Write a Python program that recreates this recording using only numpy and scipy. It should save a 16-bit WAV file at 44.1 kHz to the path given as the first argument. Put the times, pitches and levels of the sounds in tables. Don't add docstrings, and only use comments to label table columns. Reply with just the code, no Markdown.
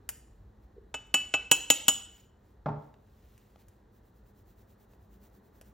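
import sys
import numpy as np
from scipy import signal
from scipy.fft import rfft, irfft, next_fast_len
from scipy.io import wavfile
from scipy.ndimage import uniform_filter1d, map_coordinates

SR = 44100
rng = np.random.default_rng(int(sys.argv[2]) if len(sys.argv) > 2 else 0)


def master_out(mix):
    frames = np.transpose(np.atleast_2d(mix))
    ceiling = np.clip(frames, -1, 1)
    pcm = np.round(ceiling * 32767).astype(np.int16)
    wavfile.write(sys.argv[1], SR, pcm)


N = 252693
TIME = np.arange(N) / SR
AGE = TIME[:SR // 2]


def amp(db):
    return 10 ** (np.asarray(db) / 20)


def unit(x):
    return x / np.sqrt(np.mean(x ** 2) + 1e-20)


def along(points, hz):
    f, v = np.transpose(points)
    return np.interp(np.log(hz + 1), np.log(f + 1), v)


def filtered(x, response):
    length = x.shape[-1]
    padded = next_fast_len(length + SR // 4)
    spectrum = rfft(x, padded) * response(np.fft.rfftfreq(padded, 1 / SR))
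    return irfft(spectrum, padded)[..., :length]


def noise(spectrum, shape):
    white = rng.standard_normal(shape)
    return unit(filtered(white, lambda hz: amp(along(spectrum, hz))))


def fade(t, t60):
    return np.exp(-np.log(1000) * t / t60)


def onset(t, rise):
    return 1 - np.exp(-t / rise)


def dying(x, t60s, size):
    hz, t, bands = signal.stft(x, SR, nperseg=size)
    damped = bands * fade(t, along(t60s, hz)[:, None])
    return signal.istft(damped, SR, nperseg=size)[1][..., :x.shape[-1]]


def ring(modes, gains_db):
    total = 0
    for (hz, db, t60, rise), extra_db in zip(modes, gains_db):
        sine = np.sin(2 * np.pi * (hz * AGE + rng.random()))
        total = total + amp(db + extra_db) * fade(AGE, t60) * onset(AGE, rise) * sine
    return total


def burst(spectrum, t60):
    return noise(spectrum, len(AGE)) * fade(AGE, t60) * onset(AGE, rise=0.00022)


def brighten(x, slope_db, corner_hz):
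    return filtered(x, lambda hz: amp(slope_db * np.log2(np.maximum(hz / corner_hz, 1))))


def swell(s, width_s, db):
    return amp(db) * np.exp(-.25 * ((TIME - s) / width_s) ** 2)


def wobble(rate):
    knots = rng.standard_normal(int(N * rate / SR) + 4)
    return map_coordinates(knots, [TIME * rate])


# (frequency [Hz], side relative to mid [dB])
SIDE_LEVEL = [(60, -39.5), (200, -14.5), (450, -6), (800, -1), (1400, -5), (2200, -17), (4000, -16),
              (4800, -5.5), (5500, -19), (7300, -11.5), (10000, -33), (12800, -10), (15000, -18.5)]


def diffuse(pair):
    def mid_side_gains(hz):
        side_gain = amp(along(SIDE_LEVEL, hz))
        return np.array([np.ones_like(hz), side_gain]) / np.hypot(1, side_gain)

    mid, side = filtered(pair, mid_side_gains)
    return np.array([mid + side, mid - side])


# (frequency [Hz], t60 [s])
ROOM_T60 = [(100, 0.43), (500, 0.57), (3000, .55), (7000, .52), (14000, 0.3)]


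def in_kitchen(x, wet_db):
    tail = dying(rng.standard_normal((2, SR)), ROOM_T60, size=256) * onset(TIME[:SR], rise=.008)
    room_answer = diffuse(tail / np.linalg.norm(tail[0]))
    wet = signal.fftconvolve(x[None], room_answer, axes=1)
    return np.pad(x, (0, SR - 1)) + amp(wet_db) * wet


def add(track, s, x):
    part = track[:, max(round(s * SR), 0):][:, :x.shape[-1]]
    part += x[..., :part.shape[-1]]


# (frequency [Hz], relative density [dB per Hz])
RUSH_SPECTRUM = [(40, -26), (100, 3), (160, -9), (205, 1), (245, -7.5), (430, -7.5), (620, -14.5),
                 (820, -13.5), (1300, -21.5), (1930, -24.5), (2200, -34.5), (3200, -37.5), (4050, -34),
                 (5000, -42.5), (9000, -41), (15000, -48)]
# (time [s], level [dB])
RUSH_LEVEL = [(0, -61.5), (.35, -63), (3.4, -64), (5.73, -61)]
# (frequency [Hz], relative density [dB per Hz])
RUMBLE_SPECTRUM = [(20, -41.5), (32, -22), (43, -3.5), (55, 1), (70, -6), (100, -10), (150, -23),
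                   (400, -60.5)]


def background():
    rush_gain = amp(np.interp(TIME, *np.transpose(RUSH_LEVEL)))
    rush = rush_gain * diffuse(noise(RUSH_SPECTRUM, (2, N)))
    rumble = noise(RUMBLE_SPECTRUM, N)
    start_db, ebb_db_per_s = -60, 0.5
    waver_db, wavers_per_s = 0.94, 6
    rumble_db = start_db - ebb_db_per_s * TIME + waver_db * wobble(wavers_per_s)
    return rush + rumble * amp(rumble_db)


# (middle [s], envelope width [s], level [dB])
FLOUR_LANDING = (0.4, 0.067, -55.5)


def landing():
    return swell(*FLOUR_LANDING) * noise(RUMBLE_SPECTRUM, N)


# (time [s], level [dB])
LUMP_DROPS = [(0.7640, -51), (0.7783, -45.5)]
# (frequency [Hz], relative level [dB], t60 [s], rise time constant [s])
LUMP_MODES = [(400, 6, 0.058, .003), (481.6, 3.5, 0.036, .003)]


def lumps():
    out = np.zeros((2, N))
    for s, db in LUMP_DROPS:
        plop = amp(db) * ring(LUMP_MODES, rng.normal(0, 1, len(LUMP_MODES)))
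        add(out, s, in_kitchen(plop, wet_db=-9))
    return out


# (time [s], snap level [dB], tilt [dB per octave], frame tap level [dB])
WIRE_TICKS = [(0.0905, -15, -4.5, -36), (1.0700, -62, 1, -88), (2.941, -46, -20, -56),
              (3.3786, -44.5, -7, -69), (3.503, -60.5, -9, -78), (3.5591, -67, -5, -49),
              (3.6840, -47, -3, -75), (4.935, -51, -14, -60), (5.3000, -63, -5, -82),
              (5.6130, -35, -7.5, -49)]
# (frequency [Hz], relative density [dB per Hz])
SNAP_SPECTRUM = [(100, -15), (1000, -16.5), (1750, -7.5), (2250, -15.5), (2700, -7), (3900, -27),
                 (4900, -11.5), (6400, -6), (10800, 5), (12500, -1.5), (15500, -9.5)]
# (frequency [Hz], relative density [dB per Hz])
TAP_SPECTRUM = [(100, -3), (600, 15), (1100, 5.5), (1700, -4), (2700, -6), (3800, -2), (4600, -4.5),
                (9000, -21.5)]


def ticks():
    out = np.zeros((2, N))
    for s, snap_db, tilt_db, tap_db in WIRE_TICKS:
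        crack_then_shiver = fade(AGE, 0.0038) + amp(-8.5) * fade(AGE, 0.058)
        snap = noise(SNAP_SPECTRUM, len(AGE)) * crack_then_shiver
        bright_snap = amp(snap_db) * brighten(snap, tilt_db, corner_hz=3470)
        tap = amp(tap_db) * burst(TAP_SPECTRUM, t60=0.015)
        add(out, s, in_kitchen(bright_snap + tap, wet_db=-12.5))
    return out


# (time [s], level [dB])
BASE_CONTACTS = [(2.6591, -27.5), (2.686, -33.5)]
# (frequency [Hz], relative level [dB], t60 [s], rise time constant [s])
BOARD_MODES = [(115.46, -8.5, 0.43, 0.0059), (145.5, 2, 0.23, 0.0045), (221.5, -12, 0.33, 0.0046),
               (298, -14.5, 0.5, .002), (420.5, -13, 0.74, 0.018), (607, -5.5, 0.091, 0.00071),
               (655, -10.5, .12, 0.0017), (684, 0, 0.032, 0.00079), (899.6, -13, 0.35, 0.0012),
               (1126, -10, 0.033, 0.00035), (1417, -18, 0.075, 0.00041)]
# (frequency [Hz], relative density [dB per Hz])
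THUD_SPECTRUM = [(50, -18), (150, 10.5), (400, -2.5), (750, 3), (1200, -2.5), (1700, -17), (3000, -32.5),
                 (7000, -44), (10000, -48)]


def set_down():
    out = np.zeros((2, N))
    for s, db in BASE_CONTACTS:
        thud = amp(2.5) * burst(THUD_SPECTRUM, t60=0.078)
        board = ring(BOARD_MODES, rng.normal(0, 1, len(BOARD_MODES)))
        add(out, s, amp(db) * in_kitchen(board + thud, wet_db=-7.0))
    return filtered(out, lambda hz: 1 / (1 + (hz / 7500) ** 4))


# (frequency [Hz], relative density [dB per Hz])
FLOUR_SPECTRUM = [(500, -11), (2500, -5), (5000, -7), (7000, -5), (10000, 0.5), (13000, -1.5), (15500, 1)]


def hiss(tilt_db):
    grain = amp(1.5 * unit(uniform_filter1d(rng.standard_normal(N), size=40)))
    rubbing = brighten(noise(FLOUR_SPECTRUM, (2, N)), tilt_db, corner_hz=3000)
    return unit(grain * diffuse(rubbing))


# (time [s], swish level [dB])
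SHAKE_EFFORT = [(3.96, -71), (4.16, -73), (4.48, -67), (4.92, -69), (5.03, -73.5), (5.23, -62.5),
                (5.45, -72), (5.62, -66.5)]
# (middle [s], envelope width [s], hiss level [dB])
FLOUR_SLIDES = [(.33, 0.049, -87), (.635, 0.013, -77), (2.18, .04, -66), (2.48, .035, -77),
                (2.84, 0.037, -75), (3.33, 0.15, -71.5), (3.61, 0.014, -67), (3.72, 0.041, -77)]


def sifting():
    first_turn_s, stroke_s, swish_width_s = 3.961, .1072, .018
    swish_power = 0
    for s in np.arange(first_turn_s, N / SR, stroke_s):
        swish_db = np.interp(s, *np.transpose(SHAKE_EFFORT))
        swish_power = swish_power + swell(s, swish_width_s, swish_db) ** 2
    trickle_db = -88
    slide_power = amp(trickle_db) ** 2 + sum(swell(*slide) ** 2 for slide in FLOUR_SLIDES)
    return np.sqrt(swish_power) * hiss(tilt_db=-0.4) + np.sqrt(slide_power) * hiss(tilt_db=-3.5)


# (time [s], blow level [dB], tilt [dB per octave],
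# first glass mode gain [dB], second glass mode gain [dB], rim gain [dB])
RIM_KNOCKS = [(0.942, -24.5, -6, 2, 4, -16.5), (1.1417, -16, -0.5, 6, 10, -6.5),
              (1.3394, -15.5, -7, 8, 3, -3.5), (1.514, -13, 3, 5, 4, 5.5),
              (1.702, -12.5, 2.5, 0.5, -7.5, 4.5), (1.8822, -13.5, 3, -21.5, 0.5, 3.5)]
# (frequency [Hz], relative level [dB], t60 [s], rise time constant [s])
GLASS_MODES = [(2623, -11, .18, .0004), (2973, -12, .21, .0004), (6817, -4, .095, .003),
               (6880, -9, .04, .003), (7025, -17, .07, .003), (7510, -17, .06, .003),
               (7680, -9, .035, .003), (7756, -4, .065, .003), (10650, -17, .05, .002),
               (10950, -9, .045, .002), (11165, -20, .18, .002), (12475, -15, .05, .001)]
RIM_MODES = [(2660, -9, 0.038, 0.0011), (2913, -2, .03, 0.00027), (2890, -7.5, 0.011, 0.00022),
             (3030, -13.5, 0.069, 0.00074), (3140, -13, 0.084, .001), (3256, -11.5, .035, .001)]
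SHARED_RESONANCES = [(284, -21.5, 0.11, 0.00089), (622, -20.5, .08, 0.00059), (806, -18.5, 0.089, 0.00024),
                     (905, -15.5, 0.04, 0.00033), (1250, -23.5, 0.088, 0.00097), (1495, -15, .05, 0.00019),
                     (1957, -16.5, .04, .0003), (2167, -20.5, 0.042, 0.00026), (2230, -19, .05, 0.00026),
                     (5300, -21, 0.079, 0.00035), (5450, -21, 0.05, .0003), (5930, -22, 0.055, 0.0005)]
# (frequency [Hz], relative density [dB per Hz])
CRACK_SPECTRUM = [(500, -11.5), (2000, -3), (5000, -0.5), (8000, 4), (13000, -4.5), (15500, -7)]
# (frequency [Hz], relative density [dB per Hz])
CLATTER_SPECTRUM = [(50, -5.5), (150, 3), (300, 3.5), (800, 4), (1400, -1), (2000, -1.5), (2400, -9),
                    (3100, 4), (3800, 3.5), (4500, -5), (6200, -6), (7400, 0), (9200, -5.5), (11000, -1),
                    (13500, -20.5), (15500, -15)]
# (frequency [Hz], t60 [s])
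CLATTER_DECAY = [(150, 0.032), (1000, 0.062), (3000, 0.028), (5000, .04), (14000, 0.039)]


def knocks():
    out = np.zeros((2, N))
    for s, db, tilt_db, first_db, second_db, rim_db in RIM_KNOCKS:
        glass_db = np.r_[first_db, second_db, rng.normal(0, 1, len(GLASS_MODES) - 2)]
        glass = ring(GLASS_MODES, glass_db)
        rim = ring(RIM_MODES, rim_db + rng.normal(0, 1, len(RIM_MODES)))
        shared = ring(SHARED_RESONANCES, rng.normal(0, 1.3, len(SHARED_RESONANCES)))
        crack = amp(-2.5) * noise(CRACK_SPECTRUM, len(AGE)) * fade(AGE, 0.01)
        rattle = dying(noise(CLATTER_SPECTRUM, len(AGE)), CLATTER_DECAY, size=128)
        clatter = amp(-3.5) * rattle * onset(AGE, rise=0.00034)
        blow = brighten(crack + glass + rim + shared + clatter, tilt_db, corner_hz=2550)
        add(out, s, amp(db) * in_kitchen(blow, wet_db=-14.5))
    return filtered(out, lambda hz: (1j * hz / (60 + 1j * hz)) ** 2)


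def scene():
    return knocks() + set_down() + ticks() + lumps() + sifting() + landing() + background()


# (frequency [Hz], lead of left over right [rad])
LEFT_LEAD = [(1500, 0), (2700, .4), (3900, .2), (4800, 1.2), (5050, -.1), (6000, .2), (7000, 1.3),
             (9000, 2.9), (11500, 3.6), (14500, 6.1), (16000, 6.3)]


def record(dry):
    share = np.array([[.5], [-.5]])
    pair = filtered(dry, lambda hz: np.exp(1j * share * along(LEFT_LEAD, hz)))
    ceiling, top_hz = .85, 15850
    rounded = pair / (1 + np.abs(pair / ceiling) ** 10) ** (1 / 10)
    return filtered(rounded, lambda hz: 1 / np.sqrt(1 + (hz / top_hz) ** 150))


dry = scene()
out = record(dry)
master_out(out)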